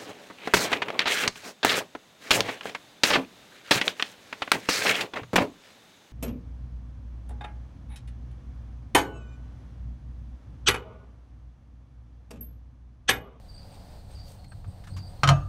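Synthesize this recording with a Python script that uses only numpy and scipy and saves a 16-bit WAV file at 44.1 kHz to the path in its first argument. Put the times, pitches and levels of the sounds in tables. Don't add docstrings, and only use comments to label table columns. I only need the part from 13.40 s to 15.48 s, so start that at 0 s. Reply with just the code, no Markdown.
import sys
import numpy as np
from scipy import signal
from scipy.fft import rfft, irfft
from scipy.io import wavfile

SR = 44100
rng = np.random.default_rng(int(sys.argv[2]) if len(sys.argv) > 2 else 0)


def pcm_store(signal):
    levels = np.round(np.clip(np.atleast_2d(signal), -1, 1) * 32767)
    wavfile.write(sys.argv[1], SR, levels.astype(np.int16).T)


N = 91772
TOP_HZ = 15600


def undb(db):
    return 10 ** (np.asarray(db) / 20)


def unit(x):
    return x / np.sqrt(np.mean(x ** 2))


def clock():
    return np.arange(N) / SR


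def colour(hz, points):
    f, db = np.array(points, float).T
    hz = np.maximum(hz, 1)
    inside = undb(np.interp(np.log(hz), np.log(f), db))
    skirts = np.minimum(1, np.minimum(hz / f[0], f[-1] / hz)) ** 2
    return inside * skirts


def noise(points, tilt_db=0, peaks=()):
    hz = np.arange(N // 2 + 1) * SR / N + 1
    db = tilt_db * np.log2(hz)
    for centre, width, lift in peaks:
        db = db + lift / (1 + (2 * (hz - centre) / width) ** 2)
    white = rfft(rng.standard_normal(N))
    return unit(irfft(white * colour(hz, points) * undb(db), N))


def drift(rate_hz):
    hz = np.arange(N // 2 + 1) * SR / N
    white = rfft(rng.standard_normal(N))
    return unit(irfft(white * np.exp(-.5 * (hz / rate_hz) ** 2), N))


def strike(age, rise, t60):
    age = np.maximum(age, 0)
    return (1 - np.exp(-age / rise)) * np.exp(-np.log(1000) * age / t60)


def ring(modes, blows, rise, phases):
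    first = min(blow[0] for blow in blows)
    start = int(first * SR)
    t, out = clock()[start:], np.zeros(N)
    for (hz, db, t60), phase in zip(modes, phases):
        octaves = np.log2(hz / 1000)
        energy = 0
        for s, force, bright in blows:
            energy = energy + (undb(force + bright * octaves) * strike(t - s, rise, t60)) ** 2
        out[start:] += undb(db) * np.sqrt(energy) * np.sin(2 * np.pi * hz * (t - first) + phase)
    return out


RATTLE_DEPTH, RATTLE_HZ = 0.41, 24.3


def rattling(modes, blows, rise):
    out = np.zeros(N)
    for mode in modes:
        tone = ring([mode], blows, rise, [rng.uniform(0, 2 * np.pi)])
        out += tone * (1 + RATTLE_DEPTH * drift(RATTLE_HZ))
    return out


# (time [s], clank level [dB], brightness [dB per octave],
# push on the frame [dB], push on the bracket plates [dB])
JACK_BLOWS = [(1.8333, 0.5, -1, -4.5, -14.5), (1.8742, -4.5, 0.6, -0.5, -13.5), (1.8883, 0, 0.9, -4, -2.5),
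              (1.8995, -14.5, -15, 2, 1.5), (1.911, -19.5, -10, -18.5, -23)]


def jack():
    clanks = [row[:3] for row in JACK_BLOWS]
    frame_pushes = [(s, push, 0) for s, _, _, push, _ in JACK_BLOWS]
    plate_pushes = [(s, push, 0) for s, _, _, _, push in JACK_BLOWS]
    loose_steel = contact_crack(clanks) + tube(clanks) + plates(plate_pushes)
    return loose_steel + frame(frame_pushes) + crowd(clanks) + tail(clanks)


# (frequency [Hz], level [dB per Hz])
CRACK_SPECTRUM = [(150, -19), (400, -21.5), (700, -9.5), (1000, -1.5), (1300, -0.5), (1750, -7.5),
                  (2700, -15), (3500, -13.5), (4700, -19), (6900, -18), (7700, -28), (11000, -38.5),
                  (15000, -44)]
# (frequency [Hz], width [Hz], lift over the crack [dB])
CONTACT_PEAKS = [(1223, 150, 9), (3000, 260, 11.5), (4225, 185, 11.5), (5370, 120, 1.5), (5770, 150, 7.5),
                 (6750, 220, -2), (8120, 190, 11.5)]
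CRACK_DB, CRACK_RISE_S, CRACK_T60_S = -9, 0.00096, .04


def contact_crack(blows):
    t, out = clock(), np.zeros(N)
    for s, db, bright in blows:
        burst = noise(CRACK_SPECTRUM, bright, CONTACT_PEAKS)
        out += undb(CRACK_DB + db) * burst * strike(t - s, CRACK_RISE_S, CRACK_T60_S)
    return out


# (frequency [Hz], level [dB], t60 [s])
TUBE_MODES = [(941, -26, .11), (1046, -28, .16), (1121, -31, .13), (1192, -33, .48), (1212, -38, .55),
              (1264, -17, .13), (1320, -42, .5), (1424, -32, .13), (1588, -31, .16), (2185, -39, .09),
              (2616, -38, .25), (3106, -27, .09), (4245, -32, .08), (5230, -39, .08), (5730, -36, .1),
              (6520, -51, .35), (6780, -38, .07)]
TUBE_RISE_S = .0015


def tube(blows):
    return rattling(TUBE_MODES, blows, TUBE_RISE_S)


# (frequency [Hz], level [dB], t60 [s])
PLATE_MODES = [(553, -32.5, 0.16), (634, -30.5, 0.26), (664, -27, 0.13), (693, -19.5, 0.14),
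               (754, -31.5, 0.2)]
PLATE_RISE_S = 0.0023


def plates(pushes):
    return rattling(PLATE_MODES, pushes, PLATE_RISE_S)


# (frequency [Hz], level [dB], t60 [s])
FRAME_MODES = [(59.2, -29.5, 0.72), (96.24, -25, 0.53), (120, -24, 0.13), (138.5, -9.5, 0.26),
               (172, -24.5, 0.26), (299.3, -42, 0.48)]
FRAME_RISE_S = 0.0068


def frame(pushes):
    return ring(FRAME_MODES, pushes, FRAME_RISE_S, np.zeros(len(FRAME_MODES)))


# (frequency [Hz], level [dB per Hz])
CROWD_SPECTRUM = [(500, -33), (700, 0), (1300, 4), (2000, 0), (2900, 3.5), (3800, -3.5), (6800, -12),
                  (8500, -14), (15000, -28)]
CROWD_DB, CROWD_COUNT = -24.5, 260
CROWD_T60_S, CROWD_SLOPE = 0.17, 0.36


def crowd(blows):
    place, size, damping, turn = rng.random((CROWD_COUNT, 4)).T
    ends = np.sqrt([CROWD_SPECTRUM[0][0], TOP_HZ])
    hz = np.interp((np.arange(CROWD_COUNT) + place) / CROWD_COUNT, [0, 1], ends) ** 2
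    spacing = np.sqrt(np.sqrt(hz))
    gain = unit(colour(hz, CROWD_SPECTRUM) * spacing * (.5 + size) ** 2) * np.sqrt(2 / CROWD_COUNT)
    t60 = CROWD_T60_S * (.5 + damping) * (hz / 1000) ** -CROWD_SLOPE
    modes = zip(hz, CROWD_DB + 20 * np.log10(gain), t60)
    return ring(modes, blows, TUBE_RISE_S, 2 * np.pi * turn)


# (frequency [Hz], level [dB per Hz])
TAIL_SPECTRUM = [(200, -1.5), (300, 5.5), (450, -3.5), (680, 9.5), (1000, -0.5), (1250, 2.5), (1600, 0.5),
                 (2100, -18.5), (2680, -7.5), (3700, -19.5), (5000, -21.5), (6500, -22), (9000, -34),
                 (15000, -42)]
TAIL_DB, TAIL_RISE_S, TAIL_T60_S = -29, 0.0057, 0.34


def tail(blows):
    t, out = clock(), np.zeros(N)
    for s, db, _ in blows:
        out += undb(TAIL_DB + db) * noise(TAIL_SPECTRUM) * strike(t - s, TAIL_RISE_S, TAIL_T60_S)
    return out


def hand():
    taps, strokes, hum = knocks(), brushes(), handling_hum()
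    flicker = undb(2.2 * drift(80))
    return taps + strokes * flicker + hum


# (time [s], level [dB], rise [s], t60 [s],
# brightness [dB per octave], main resonance [Hz])
LIGHT_KNOCKS = [(1.042, -51.5, .002, .05, 2, 2250), (1.1193, -45.5, 0.00034, 0.052, -4.5, 1600),
                (1.243, -47.5, 0.00094, 0.057, -2.5, 1170), (1.437, -49, 0.0034, 0.092, 1.5, 1800),
                (1.469, -45, 0.0025, 0.11, 2, 1350), (1.563, -40, 0.0078, 0.12, 5, 1110)]
# (multiple of the main resonance [ratio], level [dB per Hz])
KNOCK_SPECTRUM = [(.2, -13), (.55, -6.5), (.8, -1.5), (1, 3), (1.25, -5), (1.7, -9), (3.5, -16.5), (6, -24),
                  (11, -40)]


def knocks():
    t, out = clock(), np.zeros(N)
    for s, db, rise, t60, bright, hz in LIGHT_KNOCKS:
        points = [(hz * multiple, gain) for multiple, gain in KNOCK_SPECTRUM]
        out += undb(db) * noise(points, bright) * strike(t - s, rise, t60)
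    return out


# (middle time [s], half length [s], level [dB], brightness [dB per octave])
HAND_BRUSHES = [(0.194, 0.075, -63.5, -3), (.355, 0.019, -59.5, -1), (0.532, 0.063, -65, -1.5),
                (0.719, 0.019, -60, -1), (0.792, 0.054, -62, -1), (.9, 0.038, -59.5, 4)]
# (frequency [Hz], level [dB per Hz])
BRUSH_SPECTRUM = [(500, 8), (2000, 0), (4000, 2.5), (8000, -5), (15000, -13)]


def brushes():
    t, out = clock(), np.zeros(N)
    for s, half, db, bright in HAND_BRUSHES:
        out += undb(db) * noise(BRUSH_SPECTRUM, bright) * np.exp(-.5 * ((t - s) / half) ** 2)
    return out


# (time [s], level [dB])
HUM_LEVEL = [(0, -62), (.7, -58), (.79, -42.5), (.97, -53), (1.15, -41.5), (1.245, -49), (1.285, -33),
             (1.33, -53), (1.43, -45), (1.54, -36), (1.63, -36.5), (1.69, -49.5), (2.08, -34)]
# (frequency [Hz], level [dB per Hz])
HUM_SPECTRUM = [(50, -12), (68, -4), (82, -15.5), (96, 4), (112, -10), (135, -7), (160, -17), (183, -15.5),
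                (220, -32.5), (300, -26.5), (400, -45)]


def handling_hum():
    return noise(HUM_SPECTRUM) * undb(np.interp(clock(), *np.array(HUM_LEVEL).T))


def yard():
    air = hiss() + rumble()
    return air + cricket() + far_cricket() + ticker() + buzz()


def trill(pitch, width):
    phase = 2 * np.pi * np.cumsum(pitch) / SR
    return (drift(width / 2) * np.cos(phase) + drift(width / 2) * np.sin(phase)) / np.sqrt(2)


CHIRP_EDGE_S, ECHO_DB, ECHO_T60_S = 0.0067, -4.5, 0.19


def insect(chirps, hz, width, pulse_hz, fall_hz, depth):
    t, level, pitch = clock(), np.zeros(N), np.full(N, float(hz))
    for s, length, db in chirps:
        gate = np.clip(np.minimum(t - s, s + length - t) / CHIRP_EDGE_S + .5, 0, 1)
        stroke = (t - s) * pulse_hz % 1
        level += undb(db) * gate * (1 + depth * np.sin(2 * np.pi * stroke))
        pitch += gate * fall_hz * (.5 - stroke)
    direct = level * trill(pitch, width)
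    echo = unit(rng.standard_normal(N) * strike(t, 0.013, ECHO_T60_S)) / np.sqrt(N)
    return direct + undb(ECHO_DB) * signal.fftconvolve(direct, echo)[:N]


# (time [s], length [s], level [dB])
CRICKET_CHIRPS = [(.085, .15, -56.5), (.748, .14, -54.5), (1.533, .15, -54.5)]


def cricket():
    return insect(CRICKET_CHIRPS, hz=4630, width=195, pulse_hz=22, fall_hz=460, depth=0.33)


# (time [s], length [s], level [dB])
FAR_CHIRPS = [(.58, 0.028, -64.5), (.988, 0.017, -64.5), (1.038, 0.03, -63), (1.11, 0.025, -62.5),
              (1.495, 0.024, -60.5), (1.76, 0.08, -66), (2.008, .014, -65)]


def far_cricket():
    return insect(FAR_CHIRPS, hz=4250, width=220, pulse_hz=25.5, fall_hz=295, depth=0.23)


# (time [s], length [s], level [dB])
TICKER_CHIRPS = [(.138, 0.035, -63), (.318, 0.025, -59.5), (.712, 0.047, -61.5), (.89, 0.049, -63),
                 (1.082, 0.051, -63.5), (1.276, 0.0446, -64), (1.476, 0.047, -62.5), (1.668, 0.042, -63.5)]


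def ticker():
    return insect(TICKER_CHIRPS, hz=8340, width=340, pulse_hz=46.2, fall_hz=108, depth=0.15)


# (time [s], length [s], level [dB])
DISTANT_BUZZ = [(.25, .3, -69)]


def buzz():
    return insect(DISTANT_BUZZ, hz=4760, width=500, pulse_hz=55.5, fall_hz=0, depth=.9)


# (frequency [Hz], level [dB per Hz])
HISS_SPECTRUM = [(150, -45), (250, -0.5), (308, -3), (366, -8.5), (563, 0.5), (646, -3), (729, 1.5),
                 (1120, -12.5), (2320, -20), (3220, -20), (4550, -14.5), (5310, -22.5), (7250, -26.5),
                 (8470, -19.5), (10400, -31), (14200, -28.5), (15500, -30)]
HISS_DB, HISS_SWELL_DB = -58, 2.02


def hiss():
    return undb(HISS_DB + HISS_SWELL_DB * drift(4.9)) * noise(HISS_SPECTRUM)


# (frequency [Hz], level [dB per Hz])
RUMBLE_SPECTRUM = [(15, -10.5), (35, -0.5), (70, -3), (100, -6.5), (150, -15.5), (190, -11.5), (235, -25.5),
                   (400, -43.5)]
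RUMBLE_DB = -45


def rumble():
    return undb(RUMBLE_DB) * noise(RUMBLE_SPECTRUM)


def scene():
    return (jack() + hand() + yard())[None]


def record(dry):
    low_pass = signal.ellip(10, .2, 80, TOP_HZ, fs=SR, output="sos")
    return signal.sosfilt(low_pass, dry)


dry = scene()
out = record(dry)
pcm_store(out)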